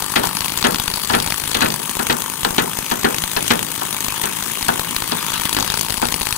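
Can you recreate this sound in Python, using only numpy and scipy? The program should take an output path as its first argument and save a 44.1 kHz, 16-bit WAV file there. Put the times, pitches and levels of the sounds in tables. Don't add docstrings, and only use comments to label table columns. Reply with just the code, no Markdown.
import sys
import numpy as np
from scipy import signal
from scipy.fft import rfft, irfft, next_fast_len
from scipy.io import wavfile
from scipy.ndimage import uniform_filter1d

SR = 44100
rng = np.random.default_rng(int(sys.argv[2]) if len(sys.argv) > 2 else 0)


def how_loud(loudness_db):
    steps = np.asarray(loudness_db, float) / 20
    return 10 ** steps


def log_audio(samples):
    frames = np.atleast_2d(samples).T
    limited = np.clip(frames, -1, 1)
    pcm = np.round(limited * 32767).astype(np.int16)
    wavfile.write(sys.argv[1], SR, pcm)


N = 280917
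T = np.arange(N) / SR
HZ = np.fft.rfftfreq(next_fast_len(N + SR // 2), 1 / SR)

# [time_s, lead_strokes]
PISTON_LEAD = [(0, -.24), (.25, -.53), (.8, -.53), (1, -.86), (1.2, -.9), (1.5, -1.25), (1.8, -1.27),
               (2.2, -1.87), (2.75, -1.88), (2.95, -1.67), (3.25, -1.78), (3.8, -1.14), (4.1, -1.57),
               (4.4, -1.51), (4.75, -1.21), (5.7, -1.13), (6, -.89), (6.37, -.22)]
# [time_s, pressure_db, facing_db]
WORK = [(0, -1.5, 3), (.53, 0.5, -0.5), (1.04, -2.5, -1), (1.42, -0.5, -2.5), (2.18, -2.5, -1.5),
        (3.6, 1, -4.5), (4.03, -1, -1), (5.02, 1, -2), (5.62, 0.5, 1), (5.98, -1.5, -2.5), (6.37, -4, 1)]
# [time_s, upright_0_to_1]
STANCE = [(0, 0.8), (1.1, 0.93), (1.7, 0.6), (2.2, 0.06), (5.2, 0.23), (5.55, 1), (6.37, 1)]
# [time_s, covered_0_to_1]
GRIP = [(0, 0.07), (4.9, 0.08), (5.25, 0.11), (5.6, 0.09), (5.8, 0), (6.37, 0.09)]
# [time_s, level_db]
SHANK_SINGING = [(0, -1), (1.08, -7), (1.16, 4.5), (1.55, -4), (1.9, -5.5), (3.6, -6), (4.7, -3), (5.5, -4),
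                 (5.75, -4), (6.37, -4)]

# [pitch_hz, width_hz, level_db]
NEEDLES_SLANT = [(6450, 510, -10), (7800, 170, -14), (8280, 1000, -10), (9800, 350, -7.5),
                 (13200, 300, -15), (14200, 200, -10.5)]
NEEDLES_UPRIGHT = [(4510, 300, -7), (6300, 360, -15), (8040, 490, -9), (9920, 380, -5.5)]
# [pitch_hz, width_hz, level_db]
SHANK_SLANT = [(13480, 110, -6), (13600, 110, -6)]
SHANK_UPRIGHT = [(13480, 120, -6), (13600, 120, -7.5)]
# [pitch_hz, width_hz, level_db]
SHANK_LONG = [(10597, 75, -2)]
# [pitch_hz, width_hz, level_db]
EXHAUST_OPEN = [(896, 123, 5), (1182, 176, -4), (1630, 67, -35)]
EXHAUST_COVERED = [(940, 150, -13.5), (1200, 960, 15), (1850, 96, 16)]
# [pitch_hz, density_db_per_hz]
NEEDLE_HISS = [(3000, -37), (5500, -17.5), (7000, -22), (9000, -16.5), (12000, -16.5), (15500, -18.5)]
PLATE_CLATTER = [(150, -18), (400, 0.5), (650, -0.5), (1200, -5.5), (2100, -1), (3300, 2.5), (4200, -2),
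                 (5500, -7.5), (9000, -17), (16000, -10.5)]
TOOL_DRONE = [(20, -22), (50, -16), (100, -5), (170, 0), (250, -1), (400, -7), (700, -18), (1200, -40)]

# [start_s, peak_db, treble_db, shove_db]
FLAKES = [(.0228, -3.5, -8, -31), (.1194, -22, 11, -21), (.271, -8, 0, -19), (.5744, -5.5, 5, -27),
          (.745, -2.5, -20, -24), (.7984, -4, -17, -23), (.8799, -3.5, -18, -22), (.9385, -3.5, -21, -29),
          (1.2013, -1, -5, -34), (1.3062, -4.5, -24, -37), (1.66, -5.5, -9, -31), (1.9687, -14, 5, -18),
          (2.0685, -7, -20, -37), (2.2203, -12, 3, -27), (2.432, -16, -7, -16), (2.5066, -12.5, -2, -17),
          (2.7881, -9.5, -9, -20), (3.0485, -5, -24, -22), (3.2384, -9, -2, -19), (3.426, -16.5, 7, -27),
          (3.6282, -14, 7, -32), (3.9452, -18, 2, -25), (4.627, -7, -6, -20), (4.7951, -4.5, -9, -22),
          (4.9641, -1, -7, -25), (5.022, -11, -8, -20), (5.5284, 0, -5, -40), (5.9233, -10, -5, -21),
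          (6.2113, -7.5, -3, -23), (6.326, -4, -9, -24)]
# [start_s,
# crack_db, treble_over_crack_db]
BITES = [(0.0421, -14.5, 9), (0.0954, -19, 18), (0.1573, -7, 1), (0.163, -7, 2), (0.1715, -9, -6),
         (0.1817, -21, -9), (0.196, -13, 10), (0.2342, -15, 16), (0.2538, -18, 7), (0.369, -9, 7),
         (0.4063, -4, 4), (0.4187, -10, -1), (0.4446, -10, -7), (0.4576, -14.5, -4),
         (0.4811, -12, 7), (0.4951, -16, -2), (0.5197, -9, 3), (0.587, -13, 13), (0.6133, -20, 9),
         (0.6263, -4, 1), (0.6406, -4, -9), (0.648, -16, -17), (0.655, -13, -13), (0.6626, -14, -7),
         (0.6684, -11, 16), (0.7076, -20, 19), (0.7215, -10, 2), (0.758, -8.5, 9), (0.7841, -20, 9),
         (0.824, -21, 18), (0.836, -20, 21), (0.8773, -12, 16.5), (0.9004, -14, 0),
         (0.913, -9.5, 6), (0.96, -20, 9), (0.972, -10, 0), (1.0343, -14.5, 10), (1.047, -11, 15),
         (1.0733, -23, 12), (1.0857, -20, 20), (1.0988, -9, -8), (1.1089, -11, 4), (1.122, -18, 18),
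         (1.1347, -6, -4), (1.141, -17, -10), (1.1495, -3, -5), (1.1546, -14, -10),
         (1.1878, -14, 7), (1.2237, -25, 14), (1.262, -11, 2), (1.2748, -6.5, 0), (1.302, -8.5, -1),
         (1.3222, -5.5, 6), (1.3426, -12, 3), (1.3787, -16, 14), (1.3983, -15.5, 19),
         (1.4384, -10, 11), (1.4753, -11, 3), (1.5086, -16, 13), (1.5152, -6, -9),
         (1.5465, -7, 8), (1.5494, -9, 13), (1.5699, -9, 12), (1.6071, -7, 13), (1.62, -12, -1),
               (1.6241, -17, 4), (1.6317, -20, -3), (1.6458, -13, 3), (1.6634, -15, 6), (1.703, -8, 0),
               (1.7223, -12, 7), (1.74, -13, 1), (1.76, -28, 23), (1.894, -21, 14), (1.9117, -26, 17),
               (1.9518, -30, 21), (1.991, -19, 12), (1.9953, -12, -10), (2.0284, -21, 16),
               (2.0974, -6, -11), (2.107, -23, -9), (2.116, -18, -8), (2.1232, -7, 5), (2.1269, -11, 1),
               (2.167, -25, 16), (2.2986, -30, 16), (2.4484, 0, -15), (2.5816, -2, -10), (2.589, -10, -10),
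               (2.5975, -18, -10), (2.6025, -16, -8), (2.62, -24, 9), (2.7322, -32, 11), (2.77, -19, 14),
               (2.9127, -3, -4), (2.919, -12, 6), (3.0329, -11.5, 15), (3.1444, -5.5, 3), (3.1829, -7.5, 2),
               (3.314, -24, 22), (3.364, -4, -5), (3.3696, -12, -2), (3.479, -24, 20), (3.505, -3, -5),
               (3.5093, 4, -11), (3.517, -11, 1), (3.555, -24, 15), (3.592, -18, 15), (3.716, -18.5, 22),
               (3.777, -32, 14), (3.8538, -23, 16), (3.9073, -25, 13), (3.9269, -25, 19), (3.9654, -19, 9),
               (4.0046, -32, 14), (4.0444, -9, 11), (4.0827, -10.5, 12), (4.1037, -20, 12),
               (4.1223, -14, 6), (4.2143, -26, 18),
         (4.2364, -9, -4), (4.256, -22, 4), (4.4252, -11, 8), (4.4624, -28, 14), (4.6827, -3, -3),
              (4.6902, -9, -8), (4.9082, -27, 21), (4.9831, -26, 8), (5.0756, -28, 18), (5.1199, -8, -10),
              (5.1647, -18.5, 17), (5.264, -27, 11), (5.283, -24, 19), (5.3182, -19, 19),
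              (5.3336, -16, 9.5), (5.338, -16, 8), (5.3971, -11.5, 3), (5.4534, -13, 8), (5.4926, -9, 14),
              (5.547, -10, 15), (5.5669, -7, 5), (5.5868, -3, -4), (5.599, -11, 16), (5.606, -6, 0),
              (5.6253, -8, 9), (5.646, -9, 2), (5.663, -16, 6), (5.6766, -9, 10), (5.6847, -16, 1),
              (5.7008, -2, 1), (5.7205, -13, 16), (5.7404, -1, 1), (5.7735, -8, 5), (5.7923, -8, 15),
              (5.8101, -11, 19.5), (5.83, -11, 2), (5.8472, -22, 10), (5.864, -12, 7), (5.884, -18, 8),
              (5.8971, -8.5, 8), (5.9044, -5, -1), (5.9413, -12, 5), (5.9618, -26, 19), (5.975, -19, 20),
              (5.9801, -12, 3), (6.017, -8.5, 9), (6.024, -10, -5), (6.034, -21, 7), (6.054, -6.5, 5),
              (6.0686, -17, 1), (6.0861, -9, 1), (6.1225, -4, 9), (6.1414, -4, -7), (6.2159, -8, 8),
              (6.23, -11, 2), (6.253, -25, 15), (6.269, -3.5, 6.5), (6.2882, -15, 7), (6.307, -13, 8),
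              (6.3623, -18, 16)]
# [pitch_hz, density_db_per_hz]
FLAKE_CRACK = [(150, -7), (600, -4.5), (1500, 0.5), (3000, -1.5), (5000, 0.5)]
# [pitch_hz, width_hz, level_db]
SCALE_SPOTS = [
    [(1550, 130, -7.5), (3410, 460, 4)],
    [(2540, 190, -1), (4400, 320, -3)],
    [(1800, 200, -8), (3840, 190, 4)],
]
# [pitch_hz, width_hz, level_db]
NEEDLE_TIPS = [(6530, 460, -1.5), (8180, 500, -8.5), (9380, 340, -5.5)]
# [start_s, length_s, level_db]
SKIDS = [
    (.24, 0.046, -34),
    (1.58, 0.11, -23),
    (4.147, 0.042, -24.5),
    (4.265, 0.023, -31),
    (5.163, 0.094, -27),
    (5.261, 0.056, -29),
    (5.33, 0.063, -22.5),
    (5.448, .04, -26),
    (5.557, .07, -29),
    (5.66, 0.11, -25.5),
]
# [pitch_hz, density_db_per_hz]
SCRAPE = [(300, -28), (900, -5), (1300, 3.5), (2200, -6), (3200, 1), (4600, -4.5), (7000, -14),
          (16000, -22)]

# [start_s, peak_db, boom_db, clang_db, knock_db]
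HAMMER = [(0.158, -7.5, -4, -7, -20), (0.236, -22.5, -2, -6, 15), (0.6432, -5.5, -4.5, -10, -11),
          (1.0982, -14, -5, -9.5, 9), (1.1345, -7, -7, -11, -2), (1.5473, -11.5, -13, -5, -2),
          (1.6145, -6.5, -10, -13.5, -25), (1.995, -16, -2.5, -16, 8), (2.0963, -8.5, -4, -8, -4),
          (2.4468, -12.5, -9, -9.5, 7.5), (2.5803, -7.5, -4, -9.5, -6), (2.9144, -13, -10, -9, 7.5),
          (3.0428, -7.5, 1.5, -13, -6), (3.367, -16, -6, -5.5, 9), (3.5035, -7, -3, -8, -9),
          (3.817, -26, -13, -49, 17), (4.237, -16, -23, -6.5, 5.5), (4.6866, -11.5, -9, -14, 10.5),
          (5.1208, -23.5, 8, 0, 14), (5.5671, -15, -4.5, -8, -8), (6.0251, -14, -0.5, -18, 8.5)]
# [pitch_hz, level_db, t60_s]
BOOM = [(167, -15.5, 0.76), (237, 0, 0.24), (293, -6, 0.082), (337.7, -5.5, 0.15), (408, -6, 0.27),
        (484.7, -8.5, 0.4)]
# [pitch_hz, density_db_per_hz]
BLOW = [(60, -28.5), (150, -6.5), (500, -3.5), (700, -2.5), (1000, -6.5), (1800, -2), (2300, -8.5),
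        (4000, -10.5), (6000, -24.5), (10000, -34.5)]
# [pitch_hz, width_hz, level_db]
DECK = [(895, 99, -2), (1550, 37, 4), (1770, 50, -12), (2620, 74, 4), (2800, 950, -4), (3880, 56, -48)]
# [pitch_hz, t60_s]
DECK_T60 = [(100, 0.89), (260, 0.31), (700, 0.39), (1840, 0.14), (4850, 0.089)]
# [pitch_hz, width_hz, level_db]
NEAR_PANEL = [(950, 190, 0)]

# [pitch_hz, weaker_db, later_rad, likeness_0_to_1, more_weaker_when_upright_db]
NEAR_SHADOW = [(20, 0, .1, .97, 0), (170, 0, .7, .92, 0), (350, 2, 1.6, .9, 0), (690, 8, 3.2, .8, 0),
               (800, 9, 4.6, .3, 0), (950, 7, 6.3, .75, 1), (1550, 4, 6.5, .75, 3), (2240, 2, 7.8, .45, 5),
               (3400, 4, 7.6, .35, 4), (4100, 3, 9.7, .45, 4), (4900, 13, 10.5, .3, 0),
               (5900, 14, 10.8, .3, 0), (7750, 24, 14.5, .55, 1), (15000, 36, 32, .45, 0)]
# [pitch_hz, weaker_db, later_rad, likeness_0_to_1, more_weaker_when_upright_db]
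FAR_SHADOW = [(20, -1, .1, .97, 0), (170, -1, 1, .97, 0), (350, 0, 1.7, .95, 0), (690, 6, 3, .9, 0),
              (1030, 9, 3.3, .5, 0), (1300, 4, 4.5, .4, 0), (1700, 11, 5.2, .4, 0), (2800, 6, 6.3, .35, 0),
              (4100, 5, 10.5, .4, 0), (5900, 10, 10.5, .3, 0), (7750, 23, 14.2, .4, 0),
              (15000, 30, 32, .4, 0)]


def strokes(listed):
    beat = 53 * T + curves(PISTON_LEAD)[0]
    even = np.interp(np.arange(340) - .1, beat, T, right=7)
    nearest = np.abs(listed - even[:, None]).argmin(axis=1)
    off = listed[nearest] - even
    hard = np.abs(off) < .003
    return even + np.interp(even, even[hard], off[hard]), hard


def scaler(listed):
    press_db, facing_db = curves(WORK)
    upright = np.clip(curves(STANCE)[0], 0, 1)
    hit, hard = strokes(listed)
    luck = rng.standard_normal((len(hit), 5))
    force_db = 1.7 * luck[:, 0] - 3.5 * ~hard
    early_db = -7.5 + 2.5 * luck[:, 2] - 3.5 * (np.arange(len(hit)) % 2)
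    blur = np.exp(.5 * luck[:, 1]) * np.where(hard, 1, 2.2)
    ring = needles(hit, force_db, early_db, blur, upright)
    landing_db = force_db + 1.2 * luck[:, 3]
    clatter = plate(hit, landing_db, early_db + 3 * np.interp(hit, T, upright), blur)
    puffs = exhaust(hit, 0.3 * force_db + .9 * luck[:, 4])
    hum = drone(hit, force_db)
    mix = how_loud(-21.5 + 0.05 * press_db) * unit(ring)
    mix = mix + how_loud(-26 + press_db) * unit(clatter)
    mix = mix + how_loud(-29.5 + facing_db) * unit(puffs)
    return mix + how_loud(-35 + 0.64 * press_db) * unit(hum)


def needles(hit, force_db, early_db, blur, upright):
    chatter = how_loud(3 * rng.standard_normal(N)) * rng.standard_normal(N)
    volley = volleys(hit, force_db, early_db, blur, head=0.0013, tail=.0042, tail_db=-5, count=45)
    knocks = volley + how_loud(-8.5) * unit(chatter)
    ring = filtered(knocks * (1 - upright), causal(NEEDLE_HISS, NEEDLES_SLANT + SHANK_SLANT))
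    ring = ring + filtered(knocks * upright, causal(NEEDLE_HISS, NEEDLES_UPRIGHT + SHANK_UPRIGHT))
    ring = ring + filtered(knocks * how_loud(curves(SHANK_SINGING)[0]), ringing(SHANK_LONG))
    return patchy(ring, depth_db=2.0)


def plate(hit, force_db, early_db, blur):
    landing = volleys(hit, force_db, early_db, blur, head=.0006, tail=.0035, tail_db=-7, count=20)
    grit = patchy(rng.standard_normal(N), depth_db=5.0)
    return filtered(landing + how_loud(-4) * unit(grit), causal(PLATE_CLATTER))


def exhaust(hit, puff_db):
    puffs = taps(hit - 0.0003, puff_db, .0014, scatter_db=1.0, count=40)
    air = unit(puffs) + how_loud(-4) * rng.standard_normal(N)
    covered = np.clip(curves(GRIP)[0], 0, 1)
    open_part = filtered(air * (1 - covered), ringing(EXHAUST_OPEN))
    return open_part + filtered(air * covered, ringing(EXHAUST_COVERED))


def drone(hit, force_db):
    thuds = taps(hit, force_db, 0.00242, scatter_db=0.5, count=4)
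    return filtered(unit(thuds) + how_loud(-1.5) * rng.standard_normal(N), causal(TOOL_DRONE))


def volleys(hit, force_db, early_db, blur, head, tail, tail_db, count):
    early = hit - .0052 + .0008 * rng.standard_normal(len(hit))
    tight = taps(hit, force_db, head * blur, scatter_db=2, count=count)
    tight = tight + taps(early, early_db - 1, head, scatter_db=2, count=count)
    loose = taps(hit, force_db + tail_db, tail, scatter_db=3, count=3 * count)
    loose = loose + taps(early, early_db + tail_db, .7 * tail, scatter_db=3, count=3 * count)
    return unit(tight + loose)


def strikes():
    s, db, treble_db = np.transpose(BITES)
    shove_db = -29 + 4.5 * rng.standard_normal(len(s))
    bites = np.c_[s + .0004, db + 1, treble_db - 9, shove_db]
    return np.r_[FLAKES, bites]


def flakes(hard):
    s, db, treble_db, shove_db = np.transpose(hard)
    spot = np.arange(len(s)) % len(SCALE_SPOTS)
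    colour = [(30, -32.0)] + FLAKE_CRACK + [(8000, -14.5), (16000, -16)]
    crack = 0
    for k, modes in enumerate(SCALE_SPOTS):
        at, size_db = s[spot == k], db[spot == k] + 6.5
        snap = taps(at, size_db, .0003, scatter_db=0.5, count=15)
        crumbs = taps(at, size_db - 12, .0017, scatter_db=3.5, count=40)
        crack = crack + filtered(snap + crumbs, causal(colour, modes))
    kick_db = db + treble_db + 4.5
    kick = taps(s, kick_db, .0013, scatter_db=1, count=60)
    kick = kick + taps(s, kick_db - 7, .0028, scatter_db=1.5, count=80)
    bright = filtered(kick, causal(NEEDLE_HISS, NEEDLE_TIPS + SHANK_UPRIGHT))
    push_db = np.minimum(db + shove_db, -31)
    push = np.bincount((s * SR).astype(int), -how_loud(push_db + 42.0), N)[:N]
    shove_spectrum = [(1, -9), (15, 10.0), (40, 9.5), (100, 9.0), (300, -2.5), (900, 6.0), (3000, -84.0)]
    return crack + bright + filtered(push, causal(shove_spectrum))


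def skids():
    swell = 0
    for s, length, db in SKIDS:
        swell = swell + how_loud(db) * np.sin(np.pi * np.clip((T - s) / length, 0, 1)) ** .5
    grains = how_loud(5 * rng.standard_normal(N)) * rng.standard_normal(N)
    return swell * unit(patchy(filtered(grains, causal(SCRAPE)), depth_db=5.0))


def deck_wash(t, rise_s):
    hz, frames, z = signal.stft(rng.standard_normal(len(t)), SR, nperseg=256)
    fade_db = -60 * frames / along(DECK_T60, hz)[:, None]
    wash = signal.istft(z * how_loud(fade_db), SR, nperseg=256)[1][:len(t)]
    return wash * (1 - np.exp(-t / max(rise_s, 2e-4)))


def deck_boom(t):
    ring = 0
    luck = rng.standard_normal((len(BOOM), 2))
    for (hz, level, t60), (a, b) in zip(BOOM, luck):
        ring = ring + how_loud(level + 2 * a - 60 * t / t60) * np.sin(2 * np.pi * hz * (1 + 0.016 * b) * t)
    return ring


def packet(t, arrive_s, hz, width_s):
    return np.cos(2 * np.pi * hz * (t - arrive_s)) * np.exp(-((t - arrive_s) / width_s) ** 2)


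def hammer():
    dull, clang, knock, boom = np.zeros((4, N + SR))
    t = np.arange(SR // 2) / SR
    swing = 1 + .4 * np.exp(-t / .012)
    thump = packet(t, arrive_s=0.00579, hz=328, width_s=0.0029)
    thock = packet(t, arrive_s=0.00464, hz=867, width_s=0.0015)
    for s, db, boom_db, clang_db, knock_db in HAMMER:
        wash = deck_wash(t, rise_s=0.0022 * how_loud(0.35 * (db + boom_db - 1.0)))
        ring = deck_boom(t)
        at = round(s * SR)
        ahead = round(0.003 * SR * (db < -10.5))
        dull[at:][:len(t)] += how_loud(db + 15.0) * wash
        clang[at - ahead:][:len(t)] += how_loud(db + clang_db + 24.5) * wash
        knock[at:][:len(t)] += how_loud(db + knock_db + 12.0) * wash * how_loud(-60 * t / 0.26)
        boom[at:][:len(t)] += how_loud(db + boom_db - 6.5) * ring * (1 - np.exp(-t / 0.002)) * swing
        boom[at:][:len(t)] += how_loud(db + boom_db + 0.5) * thump
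        boom[at:][:len(t)] += how_loud(db + max(knock_db + 1, -5)) * thock
    upper = 1 / (1 + (2300 / (HZ + 1)) ** 6)
    lower = 1 / (1 + (HZ / 1150) ** 6)
    body = causal(BLOW) + how_loud(-7.0) * ringing(DECK)
    body = body * np.exp(-2j * np.pi * .004 * (2 * np.sqrt(850 * HZ) - .5 * HZ))
    mix = boom[:N] + filtered(dull[:N], body * (1 - upper) * how_loud(-5 * lower))
    mix = mix + filtered(knock[:N], ringing(NEAR_PANEL))
    return mix + filtered(clang[:N], body * upper)


def ports(x, shadow):
    hz, weaker_db, later, alike, upright_db = np.transpose(shadow)
    z = signal.stft(x, nperseg=128)[2]
    scattered = signal.istft(z * np.exp(2j * np.pi * rng.random(z.shape)), nperseg=128)[1][:N]
    scattered = scattered * np.std(x) / np.std(scattered)
    alike = along(np.transpose([hz, alike]))
    dulled = how_loud(-along(np.transpose([hz, weaker_db]))) * np.exp(-1j * np.interp(HZ, hz, later))
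    slanted = filtered(x, dulled * alike) + filtered(scattered, dulled * np.sqrt(1 - alike ** 2))
    upright = filtered(slanted, how_loud(-along(np.transpose([hz, upright_db]))))
    share = np.clip(curves(STANCE)[0], 0, 1)
    return np.array([x, slanted + share * (upright - slanted)])


def taps(times, db, spread, scatter_db, count):
    late = np.asarray(spread)[..., None] * rng.exponential(1, (len(times), count))
    size = how_loud(np.asarray(db)[:, None] + scatter_db * rng.standard_normal(late.shape))
    size = size * rng.choice([-1, 1], late.shape)
    at = ((np.asarray(times)[:, None] + late) * SR).astype(int)
    at = np.clip(at, -1, N) % (N + 1)
    return np.bincount(at.ravel(), size.ravel(), N + 1)[:N]


def patchy(x, depth_db):
    z = signal.stft(x, nperseg=256)[2]
    field = uniform_filter1d(rng.standard_normal(z.shape), size=3, axis=0)
    field = uniform_filter1d(field, size=14, axis=1)
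    return signal.istft(z * how_loud(depth_db * unit(field)), nperseg=256)[1][:N]


def ringing(modes):
    total = 0
    for k, (c, w, db) in enumerate(modes):
        total = total + (-1) ** k * how_loud(db) * 1j * HZ * w / (c * c - HZ * HZ + 1j * HZ * w)
    return total


def causal(spectrum, modes=()):
    power = how_loud(along(spectrum)) ** 2 + sum(np.abs(ringing([mode])) ** 2 for mode in modes)
    cepstrum = irfft(np.log(power) / 2)
    fold = np.zeros(len(cepstrum))
    fold[:len(HZ)] = 2
    fold[0] = 1
    return np.exp(rfft(cepstrum * fold))


def filtered(x, response):
    m = 2 * (len(HZ) - 1)
    return irfft(rfft(x, m) * response, m)[..., :N]


def along(points, hz=HZ):
    f, v = np.transpose(points)
    return np.interp(np.log(hz + 1), np.log(f + 1), v)


def curves(rows):
    s, *cols = np.transpose(rows)
    return [np.interp(T, s, c) for c in cols]


def unit(x):
    return x / np.sqrt(np.mean(x ** 2) + 1e-20)


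def scene():
    hard = strikes()
    near = scaler(hard[:, 0]) + flakes(hard) + skids()
    return ports(near, NEAR_SHADOW) + ports(hammer(), FAR_SHADOW)


def roll_off(x):
    return signal.sosfilt(signal.butter(12, 16430, fs=SR, output="sos"), x)


def record(dry):
    x = dry / (1 + np.abs(dry / 0.94) ** 4) ** (1 / 4)
    x = filtered(x, np.clip((15800 - HZ) / 150 + .5, 0, 1) ** 3)
    return roll_off(x)


dry = scene()
out = record(dry)
log_audio(out)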